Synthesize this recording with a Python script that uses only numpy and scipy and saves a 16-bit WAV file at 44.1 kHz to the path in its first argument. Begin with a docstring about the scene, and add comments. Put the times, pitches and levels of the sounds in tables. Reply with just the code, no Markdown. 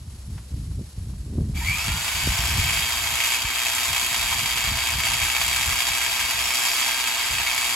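"""An electric rotary hammer bores into bedrock: about sixty times a second a piston drives the steel bit,
which bounces and grinds, and each contact rings through resonances of steel and rock.
Before that the motor winds up with a short squeal as its gear whine sweeps through housing resonances.
Around it, gusts rumble and slap the microphone as shaped low noise and single pulses,
leaves hiss as broad noise, and a twig snaps once as a decaying burst."""
import sys
import numpy as np
from scipy import signal
from scipy.fft import rfft, irfft, next_fast_len
from scipy.io import wavfile
from scipy.ndimage import uniform_filter1d

SR = 44100
rng = np.random.default_rng(int(sys.argv[2]) if len(sys.argv) > 2 else 0)


def wav_out(sig):
    """Save sig, one row per channel (or a flat mono array), as 16-bit PCM at SR to the path in sys.argv[1]."""
    wavfile.write(sys.argv[1], SR, np.round(np.clip(np.atleast_2d(sig).T, -1, 1) * 32767).astype(np.int16))


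N = 341775
TIME = np.arange(N) / SR
SIZE = next_fast_len(N + SR // 2, True)
FREQS = np.maximum(np.arange(SIZE // 2 + 1) * SR / SIZE, 1)
TRIGGER_S = 1.54
MESHES_PER_BLOW = 26


def from_db(db):
    """Logarithmic level: decibels to amplitude gain."""
    return 10 ** (np.asarray(db) / 20)


def rms_one(x):
    """Power normalisation: scale to unit rms."""
    return x / np.sqrt(np.mean(x ** 2) + 1e-20)


def in_time(rows):
    """Linear interpolation: one curve per column, a value at every sample."""
    s, *columns = np.transpose(rows)
    return [np.interp(TIME, s, column) for column in columns]


def over_hz(points):
    """Spectral envelope: levels joined by straight lines in log frequency."""
    hz, db = np.transpose(points)
    return np.interp(np.log(FREQS), np.log(hz), db)


def filtered(x, response):
    """Linear filtering: multiply the spectrum by a frequency response."""
    return irfft(rfft(x, SIZE) * response, SIZE)[..., :N]


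def causal(db):
    """Minimum phase: a folded cepstrum makes the response ring only after a blow."""
    cepstrum = irfft(np.log(from_db(db)), SIZE)
    cepstrum[1:SIZE // 2] *= 2
    cepstrum[SIZE // 2 + 1:] = 0
    return np.exp(rfft(cepstrum))


def band(hz, q=1):
    """Simple resonator: unit gain at its centre, falling to both sides."""
    return 1 / (1 + 1j * (FREQS / hz - hz / FREQS) * q)


def ring(force, hz, width_hz):
    """Driven resonance: one mode excited by a force, at unit rms."""
    return rms_one(filtered(force, band(hz, hz / width_hz)))


def noise(spectrum):
    """Coloured noise: random pressure with a given spectral envelope, at unit rms."""
    return rms_one(filtered(rng.standard_normal(N), from_db(over_hz(spectrum))))


def drift(rate_hz):
    """Slow random modulation: low-passed noise of unit spread, drawn at every eighth sample."""
    slow = rfft(rng.standard_normal(SIZE // 8))
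    slow = rms_one(irfft(slow / (1 + (FREQS[:len(slow)] / rate_hz) ** 2)))
    return np.interp(np.arange(N) / 8, np.arange(len(slow)), slow)


def bounded_drift(rate_hz):
    """Saturation: slow random modulation kept between -1 and 1."""
    return np.tanh(drift(rate_hz))


def fade(clicks, seconds):
    """Exponential decay: each click starts one with this time constant."""
    return signal.lfilter([1], [1, -np.exp(-1 / (seconds * SR))], clicks + 1e-18)


def swell(start_s, length_s, rise_s, fall_s):
    """Amplitude envelope of height 1: linear attack, hold, exponential release."""
    attack = np.clip((TIME - start_s) / rise_s, 0, 1)
    return attack * np.exp(-np.clip((TIME - start_s - length_s) / fall_s, 0, 30))


# level of sound given apart to left and right: frequency_hz, level_db (against the shared sound)
SIDES_SPECTRUM = [(200, -22), (700, -7), (1500, -5), (2400, -2.5), (3300, 3.5), (5800, -0.5), (6800, -4),
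                  (11400, -52), (15000, -15)]
# phase of left against right in the shared sound: frequency_hz, left_lead_rad
LEFT_RIGHT_PHASE = [(0, 0), (2000, .1), (3200, 1.1), (3800, 5.4), (4700, 6.1), (5800, 7.2), (6900, 6.3),
                    (8000, 4.8), (9200, 3.14), (11400, 0), (13600, -3.14), (15600, -6.3)]


def stereo(shared, apart):
    """Interchannel phase and coherence: shared sound gets a set left-right phase, the rest is added."""
    lead = np.interp(FREQS, *np.transpose(LEFT_RIGHT_PHASE))
    apart_ratio = from_db(over_hz(SIDES_SPECTRUM))
    shared_gain = 1 / np.sqrt(1 + apart_ratio ** 2)
    left_right = np.exp(.5j * lead * np.array([[1], [-1]]))
    return filtered(shared, shared_gain * left_right) + filtered(apart, shared_gain * apart_ratio)


# colour of the leaves: frequency_hz, relative_level_db (per Hz)
LEAF_SPECTRUM = [(60, -14), (300, 2.5), (700, -2), (1500, -5.5), (2500, -5.5), (4500, -1.5), (7000, -4.5),
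                 (9500, 2.5), (11000, -3.5), (13000, -17), (16000, -28)]
# cracks of a twig underfoot: start_s, level_db, decay_s
TWIG_SNAPS = [(.379, -42, 0.01)]


def forest(leaves_db=-50.0, flutter_db=2.0):
    """Broadband noise and decaying burst: leaves hiss on every side; a twig snaps."""
    apart = np.array([noise(LEAF_SPECTRUM), noise(LEAF_SPECTRUM)])
    leaves = stereo(noise(LEAF_SPECTRUM), apart)
    leaves = leaves * from_db(leaves_db + flutter_db * bounded_drift(29))
    snap = sum(from_db(db) * (TIME > s) * np.exp(-np.abs(TIME - s) / decay)
               for s, db, decay in TWIG_SNAPS)
    return leaves + snap * noise([(300, -12), (900, 8), (3200, -1), (5000, -22), (12000, -35)])


# wind rumble: frequency_hz, relative_level_db (per Hz)
RUMBLE_SPECTRUM = [(20, -38), (35, -12), (50, -3), (64, 3), (105, -5), (160, -12.5), (250, -23),
                   (400, -35.5), (800, -76)]
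# light air between gusts: time_s, level_db (before the random lumps)
BREEZE_LEVEL = [(0, -36), (.9, -43), (1.8, -34.5), (2.1, -44), (3.7, -47), (4.8, -39), (6.7, -52),
                (7.75, -49)]
# gusts: start_s, length_s, level_db (before the random lumps)
GUST_EVENTS = [(0.263, 0.11, -33), (0.508, 0.32, -30.5), (0.957, 0.5, -32.5), (1.325, 0.16, -29),
               (1.52, 0.18, -27.5), (1.86, 0.1, -28.5), (2.131, 0.04, -30.5), (2.215, 0.13, -29.5),
               (2.376, 0.29, -28), (2.685, 0.18, -35.5), (2.917, .23, -40), (3.426, 0.026, -40),
               (3.879, 0.029, -33.5), (4.156, 0.29, -40.5), (4.641, 0.11, -30.5), (4.91, 0.078, -32.5),
               (5.087, 0.054, -36), (5.2, 0.052, -33.5), (5.376, 0.27, -40), (5.654, 0.061, -32),
               (5.883, 0.034, -40), (6.04, 0.035, -50), (6.18, 0.07, -42), (6.335, 0.15, -43),
               (7.29, 0.12, -39.5)]
# hard buffets: centre_s, level_db (before flutter), half_length_s, pitch_factor (on the colour below)
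BUFFET_EVENTS = [(0.544, -32.5, 0.025, 0.65), (0.801, -35.5, 0.015, 1.04), (1.102, -45, 0.022, 1.3),
                 (1.403, -29, 0.077, 0.95), (2.577, -36, 0.011, 1.3)]
# buffet colour: frequency_hz (before the pitch factor), relative_level_db (per Hz)
BUFFET_SPECTRUM = [(50, -26), (130, 6), (220, 1.5), (400, -10.5), (700, -27.5), (1500, -61)]
GUST_RISE_S, GUST_FALL_S = 0.019, 0.031


def wind(evenness=0.93, lump_db=2.1, bright_hz=105, bright_power=0.22, pivot_db=-34.0,
         flutter_db=6.0, ticks_per_s=24, tick_db=9.0, tick_hz=1000):
    """Turbulent pressure: eddies rumble alike in both channels, brighter in stronger flow."""
    breeze_db, = in_time(BREEZE_LEVEL)
    gust_power = sum((from_db(db) * swell(s, length, GUST_RISE_S, GUST_FALL_S)) ** 2
                     for s, length, db in GUST_EVENTS)
    flow = np.sqrt(from_db(breeze_db) ** 2 + gust_power) * from_db(lump_db * bounded_drift(23))
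    # evening out the short-term power leaves the flow in charge of the level
    eddies = noise(RUMBLE_SPECTRUM)
    eddies = rms_one(eddies / uniform_filter1d(eddies ** 2, SR // 16) ** (evenness / 2))
    small_eddies = filtered(eddies, 1 / (1 + (bright_hz / FREQS) ** 4))
    eddies = eddies + small_eddies * ((flow / from_db(pivot_db)) ** bright_power - 1)
    # hard buffets reach higher in pitch and flutter
    buffets = 0
    for s, db, half, pitch in BUFFET_EVENTS:
        bump = np.exp(-.5 * ((TIME - s) / half) ** 2)
        buffets = buffets + from_db(db) * bump * noise(np.array(BUFFET_SPECTRUM) * [pitch, 1])
    # faint ticks ride on the gusts
    ticks = filtered(rng.random(N) < ticks_per_s / SR, band(tick_hz) ** 2)
    flutter = from_db(flutter_db * bounded_drift(70))
    return flow * (eddies + from_db(tick_db) * ticks) + buffets * flutter


# single eddies that slap the microphone: start_s, peak_db, brightness_hz
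THUMP_EVENTS = [(0.794, -30, 220), (0.978, -24.5, 80), (1.385, -21.5, 330), (1.405, -18.5, 60),
                (1.886, -23.5, 130), (2.274, -15, 330), (2.285, -18, 55), (2.586, -17, 55),
                (3.447, -27, 70), (4.72, -27, 70)]
# the microphone sheds the deepest bass, so each slap swings on for a few cycles
LOW_CUT_HZ = 48


def thumps():
    """Pressure pulse through a high-pass: a sharp push of air, then a deep swing."""
    low_cut = signal.butter(4, LOW_CUT_HZ, "high", fs=SR, output="sos")
    age_s = np.arange(SR // 5) / SR
    out = np.zeros(N)
    for s, db, hz in THUMP_EVENTS:
        rise = 2 * np.pi * hz * age_s
        push = signal.sosfilt(low_cut, rise ** 2 * np.exp(-rise))
        start = int(s * SR)
        out[start:start + len(age_s)] += from_db(db) * push / np.abs(push).max()
    return out


# gear whine at working speed: multiple (of the mesh rate), level_db (rms, before the common gain and fade)
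WHINE_LINES = [(1, -49.5), (2, -47.5), (3, -50), (8, -45.5)]
# housing hum at working speed: multiple (of the blow rate), level_db (rms)
HUM_LINES = [(4, -59.5), (6, -65.5), (8, -63.5), (11, -55)]
# the gear whine dulls as the bit sinks into the rock
WHINE_FADE_DB_PER_S = 0.9


def motor(mesh_hz, level_db=3.6, flutter=0.00079, rough_db=1.5, swell_power=7.9):
    """Harmonic series of gear meshing: thin wavering lines over a hum, the high ones only near full speed."""
    carry_db = level_db - WHINE_FADE_DB_PER_S * (TIME - TRIGGER_S)
    angle = 2 * np.pi * np.cumsum(mesh_hz * (1 + flutter * drift(31))) / SR
    near_speed = np.minimum(mesh_hz / 1550, 1) ** swell_power
    whine = 0
    for k, db in WHINE_LINES:
        gain = from_db(db + carry_db + rough_db * drift(11)) * near_speed ** k
        whine = whine + np.sqrt(2) * gain * np.sin(k * angle)
    hum = sum(from_db(db) * np.sin(k * angle / MESHES_PER_BLOW) for k, db in HUM_LINES)
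    return stereo(whine, np.array([whine, whine])) + np.sqrt(2) * near_speed * hum


def gears(angle, multiple, roughness, blur_hz):
    """Narrow-band noise around a tone: part steady whine, part smeared by chattering teeth; unit rms."""
    phase = multiple * angle
    smear = drift(blur_hz * multiple) * np.sin(phase) + drift(blur_hz * multiple) * np.cos(phase)
    return np.sqrt(2 * (1 - roughness)) * np.sin(phase) + np.sqrt(roughness) * smear


# housing resonances swept by the whine:
# multiple (of the mesh rate), resonance_hz, width_hz, level_db (rms at the peak, before roughening),
# roughness (0-1)
SQUEAL_RESONANCES = [(1, 950, 83, -36, .3), (1, 1310, 150, -41, 0.4), (2, 1940, 160, -42, .6),
                     (2, 2307, 210, -23.5, 0.46), (2, 2600, 130, -36.5, 0.2), (4, 4480, 300, -41, .7),
                     (4, 5240, 330, -37.5, 0.7), (8, 11500, 700, -48, .3)]
# brief falling whine while the bit seats: time_s, pitch_hz, level_db (rms, before roughening)
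SEATING_WHINE = [(1.72, 1003, -56), (1.765, 880, -56), (1.835, 713, -46), (1.93, 630, -66)]
# the loose bit jingles until it seats
JINGLE_DB, JINGLE_S, JINGLE_FALL_S = -41, 0.31, 0.029


def spin_up(mesh_hz, lurch=0.43, steadying_s=0.3, blur_hz=55, rough_db=3.0,
            settle_s=1.0, settle_fall_s=0.21):
    """Swept excitation of resonances: the gears squeal as they pass each one; the loose bit jingles."""
    # while it is slow, the motor lurches with every stroke
    unsteady = np.exp(-np.maximum(TIME - TRIGGER_S, 0) / steadying_s)
    angle = 2 * np.pi * np.cumsum(mesh_hz) / SR
    angle = angle + lurch * unsteady * np.sin(angle / MESHES_PER_BLOW)
    squeal = 0
    for k, hz, width, db, roughness in SQUEAL_RESONANCES:
        resonance = 1 / (1 + ((k * mesh_hz - hz) / width) ** 2) ** 2
        squeal = squeal + from_db(db) * resonance * gears(angle, k, roughness, blur_hz)
    squeal = squeal * swell(TRIGGER_S, settle_s, 0.054, settle_fall_s)
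    jingle_envelope = from_db(JINGLE_DB) * swell(TRIGGER_S, JINGLE_S, .003, JINGLE_FALL_S)
    jingle = jingle_envelope * ring(rng.standard_normal(N), hz=2310, width_hz=71)
    falling_hz, falling_db = in_time(SEATING_WHINE)
    seating = (TIME > SEATING_WHINE[0][0]) & (TIME < SEATING_WHINE[-1][0])
    falling_tone = np.sqrt(2) * np.sin(2 * np.pi * np.cumsum(falling_hz) / SR)
    falling = seating * from_db(falling_db) * falling_tone
    roughening = from_db(rough_db * np.array([drift(108), drift(110)]))
    return (squeal + falling) * roughening + jingle


BOULDER_S, BOULDER_DB = .0086, -14.5


def boulder(x):
    """Specular reflection: the rock face beside the drill returns one dull early echo."""
    delay = np.exp(-2j * np.pi * FREQS * BOULDER_S)
    return x + from_db(BOULDER_DB) * filtered(x, delay / (1 + (FREQS / 6000) ** 2))


# free bending modes of the shank: frequency_hz, width_hz, level_db (against the rattle), flicker_db
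SHANK_MODES = [(3270, 130, -17.5, 5), (4705, 95, -14.5, 4.5)]
# the shank rubs the side of the hole: start_s, length_s, level_db
RUB_EVENTS = [(2.22, .4, -43), (5.65, 0.81, -47), (6.4, 0.47, -39.5)]
RUB_RISE_S, RUB_FALL_S = 0.057, 0.086


def shank(force, strength_db, pan_db=-0.5):
    """Bending modes of a bar: the long shank sings above the rattle, its highest mode when it rubs."""
    free = 0
    for hz, width, db, flicker_db in SHANK_MODES:
        gain = from_db(strength_db + db + flicker_db * bounded_drift(60))
        free = free + gain * ring(force, hz, width)
    rubbing = sum(from_db(db) * swell(s, length, RUB_RISE_S, RUB_FALL_S) for s, length, db in RUB_EVENTS)
    rubbed = rubbing * ring(force, hz=5295, width_hz=130)
    return (free + rubbed) * from_db([[pan_db], [-pan_db]])


def strikes(turns, offset, jitter_s, spread_db):
    """Impulse train: one click per piston stroke, uneven in time and force within bounds."""
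    at_s = np.interp(np.arange(1, int(turns[-1])) + offset, turns, TIME)
    chance = rng.uniform(-1, 1, (len(at_s), 2))
    samples = ((at_s + jitter_s * chance[:, 0]) * SR).astype(int)
    clicks = np.zeros(N)
    clicks[np.clip(samples, 0, N - 1)] = from_db(spread_db * chance[:, 1])
    return clicks


# blows that land square on hard rock: time_s, strength_db (of the click, over the rattle, before filtering)
HARD_BLOW_EVENTS = [(2.671, 25), (3.204, 31), (3.9627, 27), (4.1945, 25), (4.787, 30), (4.8705, 28),
                    (5.101, 25), (5.301, 31), (5.365, 30), (5.632, 29), (6.7155, 28), (6.8276, 30),
                    (6.8925, 24), (7.464, 25)]
# the crack of a blow over its chatter
CRACK_DB = 22
# the tip skips and strikes again straight after each crack
SKIP_S, SKIP_SPREAD_S, SKIP_DB = .0014, .0006, -6


def contact_force(mesh_hz, seated_db, rebound_db=-3.5, crack_hz=2500, chatter_s=0.007, grind_db=-6.5):
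    """Impact excitation: blows, rebounds and grinding at the tip of the bit."""
    turns = np.cumsum(mesh_hz * (TIME > TRIGGER_S)) / SR / MESHES_PER_BLOW
    blows = strikes(turns, offset=.5, jitter_s=.00012, spread_db=3.8)
    # the bit springs back against its holder half a stroke later
    blows = blows + from_db(rebound_db) * strikes(turns, offset=-.03, jitter_s=.0007, spread_db=3.8)
    skips = strikes(turns, offset=.5, jitter_s=SKIP_SPREAD_S, spread_db=4.2)
    skips = np.roll(skips, int(SKIP_S * SR))
    # each contact is a crack followed by a few milliseconds of chatter and crushed grit
    steely = band(crack_hz)
    crack = from_db(CRACK_DB) * filtered(blows + from_db(SKIP_DB) * skips, steely)
    chatter = fade(blows, chatter_s) * rng.standard_normal(N)
    grinding = from_db(grind_db) * rng.standard_normal(N)
    force = from_db(seated_db) * (crack + chatter) + grinding
    # short-term levelling: feed then alters the balance of blows and grinding
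    rattle = force / np.sqrt(uniform_filter1d(force ** 2, SR // 8))
    hard = sum(from_db(db) * (np.arange(N) == int(s * SR)) for s, db in HARD_BLOW_EVENTS)
    return rattle + filtered(hard, steely)


# broad colour of drill and rock: frequency_hz, relative_level_db (per Hz)
DRILL_SPECTRUM = [(100, -33), (250, -13.5), (400, -17), (610, -16.5), (670, -6.5), (1000, 0.5), (1450, -3),
                  (2400, 2.5), (4000, -3.5), (5600, -5), (7400, -0.5), (9700, -7.5), (12300, -6),
                  (15800, -21.5)]
# resonances and gaps of bit and housing: frequency_hz, width_hz, level_db (over the broad colour)
STEEL_MODES = [(256, 20, 5.5), (400, 63, 5.5), (492, 18, 2), (673, 37, 6), (902, 120, 3.5), (1310, 68, 6),
               (1341, 36, -11), (1510, 29, -7), (1585, 60, 3), (1780, 17, 0), (2215, 33, 7.5),
               (2294, 60, 5.5), (2570, 140, 4.5), (2860, 60, 4.5), (3040, 100, -3.5), (3300, 470, 3.5),
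               (3480, 37, 2), (3740, 33, 10), (4100, 50, 5), (4520, 206, 7.5), (5330, 85, 10.5),
               (5350, 280, -7), (10270, 1030, 4.5), (12300, 350, 1)]
# how firmly the man leans on the drill: time_s, feed_db (shifts the blows against the grinding)
FEED_LEVEL = [(2.2, -4.5), (2.7, 0.5), (3.0, -1.5), (3.85, 1), (4.7, 0.5), (5.3, 4.5), (6.1, 0), (7.75, 0)]
# the bit catches solid rock (+) or slips in dust (-):
# start_s, length_s, crunch_db (treble), catch_db (clang, and blows against grinding)
BITE_EVENTS = [(1.88, 0.033, -1.5, 2), (1.93, 0.062, -0.5, -3), (2.593, 0.21, 0.5, 1.5),
               (2.86, 0.19, 0, -1), (3.176, 0.16, 1, 2), (3.37, 0.17, -2, 0.5), (4.71, .07, -1, -1),
               (4.91, 0.035, -1, -2), (5.05, 0.06, 0.5, 1), (6.53, 0.24, 1.5, -0.5), (6.79, 0.07, 1, 0.5),
               (7.37, 0.13, -0.3, 1.5)]
# treble crunch: time_s, level_db (before bites and flicker)
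CRUNCH_LEVEL = [(1.8, 2), (2.6, 0), (3.8, 2), (4.7, 0), (5.6, 1.5), (6.75, 0), (7.2, 0), (7.75, 1.5)]
BITE_RISE_S, BITE_FALL_S = 0.0056, 0.034
# blows at neutral feed, and dB gained per dB of feed and per dB of a bite's crunch
BLOW_DB, FEED_FOLLOWS, BITE_FOLLOWS = -24, 0.19, 0.59
# decay of the blurred sound that differs between left and right
BLUR_S = 0.0049


def hammer(mesh_hz, crunch_hz=5500, crunch_flicker_db=0.6, clang_hz=2450, clang_db=0.23,
           clang_flicker_db=1.2, speed_power=1.9):
    """Source and filter: sharp blows and their blurred copies ring through modes of steel and rock."""
    feed_db, = in_time(FEED_LEVEL)
    crunch_db, = in_time(CRUNCH_LEVEL)
    bite_db, catch_db = sum(np.outer(dbs, swell(s, length, BITE_RISE_S, BITE_FALL_S))
                            for s, length, *dbs in BITE_EVENTS)
    strength_db = BLOW_DB + FEED_FOLLOWS * feed_db + BITE_FOLLOWS * bite_db
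    force = contact_force(mesh_hz, feed_db + catch_db)
    # noise follows the smoothed energy of the blows, drawn apart for left and right
    blurred = rms_one(np.sqrt(fade(force ** 2, BLUR_S)) * rng.standard_normal((2, N)))
    force = stereo(boulder(force), blurred)
    modes_db = sum(db / (1 + (2 * (FREQS - hz) / width) ** 2) for hz, width, db in STEEL_MODES)
    ringing = rms_one(filtered(force, causal(over_hz(DRILL_SPECTRUM) + modes_db)))
    # no two blows land alike, so the main clang of the bit comes out stronger or weaker
    clang = filtered(ringing, np.exp(-((FREQS - clang_hz) / 600) ** 2))
    clang_gain = from_db(clang_db + catch_db + clang_flicker_db * bounded_drift(46.9))
    ringing = rms_one(ringing + clang * (clang_gain - 1))
    # fresh rock crunches brightly, packed dust dulls the bit
    treble = filtered(ringing, 1 / (1 + (crunch_hz / FREQS) ** 8))
    crunch_gain = from_db(crunch_db + bite_db + crunch_flicker_db * bounded_drift(52))
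    ringing = ringing + treble * (crunch_gain - 1)
    # the rattle grows with speed while the motor winds up
    wind_up = (mesh_hz / mesh_hz.max()) ** speed_power
    return wind_up * (from_db(strength_db) * ringing + shank(force, strength_db + bite_db))


# the motor winds up, then wavers a little with the load: time_s, gear_mesh_hz
MOTOR_SPEED = [(1.54, 680), (1.6, 870), (1.635, 950), (1.675, 1115), (1.75, 1198), (1.8, 1285),
               (1.86, 1365), (2.0, 1452), (2.12, 1502), (2.3, 1538), (2.6, 1556), (3.5, 1577), (5.3, 1576),
               (5.8, 1616), (6.19, 1587), (6.45, 1588), (6.8, 1612), (7.2, 1588), (7.75, 1607)]


def scene(attack_s=0.019):
    """Linear superposition: the drill runs once the trigger is pulled, amid wind and leaves."""
    mesh_hz, = in_time(MOTOR_SPEED)
    trigger = np.clip((TIME - TRIGGER_S) / attack_s, 0, 1)
    drill = hammer(mesh_hz) + motor(mesh_hz) + spin_up(mesh_hz)
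    return trigger * drill + wind() + thumps() + forest()


CUTOFF_HZ = 15800


def record(dry):
    """Band limiting: an elliptic low-pass cuts the top steeply."""
    return signal.sosfilt(signal.ellip(12, .1, 80, CUTOFF_HZ, fs=SR, output="sos"), dry)


dry = scene()
out = record(dry)
wav_out(out)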